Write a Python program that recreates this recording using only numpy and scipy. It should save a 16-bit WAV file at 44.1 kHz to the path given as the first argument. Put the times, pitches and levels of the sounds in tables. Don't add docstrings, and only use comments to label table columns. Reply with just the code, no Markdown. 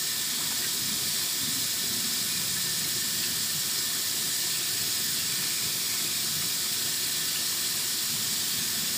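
import sys
import numpy as np
from scipy import signal
from scipy.fft import rfft, irfft, next_fast_len
from scipy.io import wavfile
from scipy.ndimage import map_coordinates

SR = 44100
rng = np.random.default_rng(int(sys.argv[2]) if len(sys.argv) > 2 else 0)


def transcribe(signal):
    frames = np.atleast_2d(signal).T
    limited = np.clip(frames, -1, 1)
    pcm = np.round(limited * 32767).astype(np.int16)
    wavfile.write(sys.argv[1], SR, pcm)


N = 395577
TIME = np.arange(N) / SR
FFT_SIZE = next_fast_len(N + SR // 2)
HZ = np.maximum(np.arange(FFT_SIZE // 2 + 1) * SR / FFT_SIZE, 1)


def from_db(db):
    return 10 ** (np.asarray(db) / 20)


def rms_one(x):
    return x / np.sqrt(np.mean(x ** 2) + 1e-20)


def colour(points):
    hz, db = np.transpose(points)
    return from_db(np.interp(np.log(HZ), np.log(hz), db))


def shaped(x, gain):
    return irfft(rfft(x, FFT_SIZE) * gain, FFT_SIZE)[:N]


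def drift(turns_per_s):
    knots = rng.standard_normal(4096)
    return rms_one(np.interp(TIME * turns_per_s, np.arange(len(knots)), knots))


def impacts(per_s, spread_db):
    sizes = from_db(spread_db * np.minimum(rng.exponential(1, N), 4)) * rng.choice([-1, 1], N)
    return sizes * (rng.random(N) < per_s / SR)


def ring(clicks, hz, t60):
    decay, step = from_db(-60 / (t60 * SR)), 2 * np.pi * hz / SR
    return signal.lfilter([0, np.sin(step)], [1, -2 * decay * np.cos(step), decay ** 2], clicks + 1e-18)


def hollow(hz, bursts_per_s, width_hz):
    carrier = np.exp(2j * np.pi * np.cumsum(np.broadcast_to(hz, N)) / SR)
    damping = signal.butter(2, width_hz / 2, fs=SR, output="sos")
    bursts = impacts(bursts_per_s, spread_db=2.5)
    return rms_one((signal.sosfilt(damping, bursts / carrier + 1e-18) * carrier).real)


def swells(starts, lengths, levels_db, attack_s, release_s):
    gain = np.zeros(N)
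    for start, length, db in zip(starts, lengths, levels_db):
        rise = (TIME - start) / attack_s
        fall = 1 - (TIME - start - length) / release_s
        gain = np.maximum(gain, from_db(db) * np.clip(np.minimum(rise, fall), 0, 1))
    return gain


def held(starts, values):
    return values[np.maximum(np.searchsorted(starts, TIME) - 1, 0)]


# centre in Hz, width in Hz, lift in dB.
BASIN_MODES = [(157, 10.4, 6.5), (225, 17, 5.5), (355, 17.5, 6), (413, 15, 4), (545.6, 20, 7),
               (706, 51, 9.5), (970, 83, 4), (1292, 40, 3.5), (1417, 50, -5), (1482, 22, 6.5),
               (1800, 440, 4), (1880, 26, 2), (2155, 130, -5), (2206, 23, 7), (2350, 206, 4.5),
               (2844, 74, 4), (3350, 270, 4), (4920, 300, 1.5), (5570, 200, 1.6), (6670, 170, 3.5),
               (7120, 150, 2), (7920, 190, 3.5), (11900, 400, 2.5), (12300, 630, -6), (13542, 482, 2),
               (14203, 306, -1), (15100, 300, 5)]
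def basin():
    return from_db(sum(db / (1 + (2 * (HZ - hz) / width) ** 2) for hz, width, db in BASIN_MODES))


def bathroom(x, t60, wet_db):
    t = TIME[:SR // 2]
    tail = rng.standard_normal(len(t)) * from_db(-60 * t / t60) * (t > 0.004)
    return x + from_db(wet_db) * signal.fftconvolve(x, tail / np.linalg.norm(tail))[:N]


# frequency in Hz, gain in dB.
FIZZ_EQ = [(300, -20.5), (850, -22.5), (1000, -13), (1800, -10.5), (2100, -9), (2650, -11), (3900, 0),
           (5300, 0.5), (6200, -6), (7500, -0.5), (9300, -4.5), (9700, -6), (12500, -7), (15200, -5.5)]
def jet(level_db, bursts_per_s, flutter_db, patchy_db):
    bursts = impacts(bursts_per_s, spread_db=2.5)
    edges_hz = np.r_[0, np.geomspace(800, 15290, 12)[:-1], SR]
    fizz = np.zeros(N)
    for low, high in zip(edges_hz, edges_hz[1:]):
        fizz += shaped(bursts, (HZ >= low) & (HZ < high)) * from_db(patchy_db * drift(160))
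    low_cut = 1 / np.sqrt(1 + (300 / HZ) ** 4)
    fizz = shaped(fizz, colour(FIZZ_EQ) * basin() * low_cut)
    fizz *= from_db(flutter_db * drift(300))
    dip_db = -0.7 * np.clip(1 - TIME, 0, 1)
    return rms_one(bathroom(fizz, t60=0.2, wet_db=-14.5)) * from_db(level_db + dip_db)


def off_the_hands(x, lag_s, sway, echo_db):
    lag = lag_s * np.exp(sway * drift(2.7))
    return x + from_db(echo_db) * map_coordinates(x, [(TIME - lag) * SR], order=3)


# frequency in Hz, gain in dB.
FLOOR_EQ = [(25, -31), (35, -32), (50, -15.5), (70, -13.5), (100, 0), (230, -2.0), (400, -4.5), (500, -15),
            (900, -15)]
def drumming(blows_per_s, lump_db, top_hz):
    blows = impacts(blows_per_s, spread_db=2.0) * from_db(lump_db * drift(25))
    high_cut = 1 / np.sqrt(1 + (HZ / top_hz) ** 8)
    return rms_one(shaped(blows, colour(FLOOR_EQ) * basin() * high_cut))


# frequency in Hz, gain in dB.
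SPLASH_EQ = [(200, -20), (450, -1.5), (1000, 3), (1800, 3), (2600, 0), (3350, 12), (5000, -8), (12000, -22)]
# start in seconds, length in seconds, level in dB.
HAND_RINSES = [(0, .3, -54), (0.288, 0.25, -44), (1.08, 0.15, -46)]
def splashing(ring_cycles):
    rinse = swells(*np.transpose(HAND_RINSES), attack_s=0.04, release_s=0.14)
    lather = from_db(-48 - 2 * np.maximum(8.4 - TIME, 0))
    drops_per_s = np.where(rinse > lather, 400, 160)
    drops = impacts(drops_per_s, spread_db=2.0) / np.sqrt(drops_per_s)
    pitches_hz = np.geomspace(400, 9000, 36)
    pick = rng.integers(0, len(pitches_hz), N)
    bubbles = sum(hz * ring(drops * (pick == k), hz, ring_cycles / hz) for k, hz in enumerate(pitches_hz))
    return rms_one(shaped(bubbles, colour(SPLASH_EQ))) * np.hypot(rinse, lather)


# time in seconds, level in dB.
DRAIN_LEVELS = [(.2, -46.5), (.45, -53.5), (2.6, -48.5), (4.4, -50), (5.9, -53), (6.8, -54), (7.3, -47.5),
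                (8, -55), (8.97, -50)]
def drain():
    level_db = np.interp(TIME, *np.transpose(DRAIN_LEVELS))
    return hollow(hz=1782, bursts_per_s=2000, width_hz=58) * from_db(level_db)


# start in seconds, length in seconds, cavity level in dB,
# cavity pitch in Hz, floor thrum level in dB.
POOL_SURGES = [(0.246, 0.3, -51, 244, -65), (0.776, .16, -42.5, 224, -46.5), (.97, 0.12, -52, 233, -45),
               (1.38, 0.19, -42, 240, -47.5), (1.754, 0.53, -46.5, 222, -54), (2.28, 0.7, -48, 170, -52),
               (3.024, 0.42, -49, 229, -49.5), (3.496, 0.14, -49, 158, -50.5), (4.7, .24, -55, 225, -52),
               (4.997, 0.38, -53, 174, -51), (5.548, .23, -63, 165, -49), (6.095, 0.4, -54, 167, -49.5),
               (8.08, 0.27, -50, 217, -49), (8.497, .47, -48.5, 221, -48.5)]
def surges(attack_s, release_s):
    starts, lengths, cavity_db, cavity_hz, thrum_db = np.transpose(POOL_SURGES)
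    cavity = hollow(held(starts, cavity_hz), bursts_per_s=3000, width_hz=59)
    cavity *= swells(starts, lengths, cavity_db, attack_s, release_s)
    thrum = drumming(blows_per_s=2000, lump_db=1.5, top_hz=180)
    thrum *= swells(starts, lengths, thrum_db, attack_s, release_s)
    return cavity + thrum


# start in seconds, pop level in dB, pitch in Hz,
# time to fade by 60 dB in seconds, splat level in dB.
AIR_POCKETS = [(.412, -44, 1050, .04, -41), (.517, -45, 880, 0.045, -38), (.622, -33, 1880, .07, -50),
               (.642, -29.5, 1910, 0.028, -31), (.646, -33, 1575, 0.07, -40),
               (1.164, -33, 1800, 0.038, -45), (2.566, -30, 1740, 0.045, -43), (2.844, -32, 2150, .03, -44),
               (3.238, -33, 2750, .008, -28), (5.439, -31, 1780, .045, -45), (6.422, -38, 1250, .03, -44),
               (6.424, -33, 2220, .04, -38), (7.359, -24, 2880, 0.021, -44)]
def squelches(rise_per_s, attack_s, splat_t60):
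    out = np.zeros(N)
    for start_s, pop_db, hz, t60, splat_db in AIR_POCKETS:
        start = round(start_s * SR)
        t = TIME[:min(SR // 5, N - start)]
        pop = np.sin(2 * np.pi * hz * (t + rise_per_s * t ** 2 / 2)) * from_db(pop_db - 60 * t / t60)
        film_band = signal.butter(2, [hz * 0.69, hz * 1.45], "band", fs=SR, output="sos")
        splat = rms_one(signal.sosfilt(film_band, rng.standard_normal(len(t))))
        splat *= from_db(splat_db - 60 * t / splat_t60)
        out[start:start + len(t)] += (pop + splat) * (1 - np.exp(-t / attack_s))
    return out


# start in seconds, length in seconds, level in dB, hollow's pitch in Hz.
PALM_STROKES = [(2.22, 0.15, -48, 2350), (4.42, 0.26, -48, 2680), (4.72, 0.22, -51, 2600),
                (5.1, 0.18, -48, 2770), (5.283, 0.41, -47.5, 2360), (5.66, 0.15, -48, 2420),
                (5.855, 0.3, -48, 2360), (6.78, 0.23, -51, 2720), (7.18, 0.2, -50, 2800),
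                (7.58, .2, -52, 2750), (7.9, .3, -54, 2750), (8.418, .2, -50, 2580), (8.75, .22, -52, 2730)]
def rubbing():
    starts, lengths, levels_db, palm_hz = np.transpose(PALM_STROKES)
    foam = hollow(held(starts, palm_hz), bursts_per_s=500, width_hz=340)
    return foam * swells(starts, lengths, levels_db, attack_s=0.051, release_s=0.18)


def scene():
    fizz = jet(level_db=-27.94, bursts_per_s=26000, flutter_db=0.29, patchy_db=0.75)
    water = off_the_hands(fizz, lag_s=0.000693, sway=0.17, echo_db=-20.5)
    water += from_db(-46.5) * drumming(blows_per_s=5000, lump_db=1.06, top_hz=900)
    water += surges(attack_s=0.048, release_s=0.077) + drain()
    hands = splashing(ring_cycles=21) + rubbing()
    hands += squelches(rise_per_s=0.84, attack_s=0.00027, splat_t60=0.029)
    return np.tile(water + bathroom(hands, t60=0.11, wet_db=-7), (2, 1))


def record(dry):
    top_hz = 15290
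    high_cut = 1 / np.sqrt(1 + np.minimum(HZ / top_hz, 1.2) ** 600)
    return np.array([shaped(side, high_cut) for side in dry])


dry = scene()
out = record(dry)
transcribe(out)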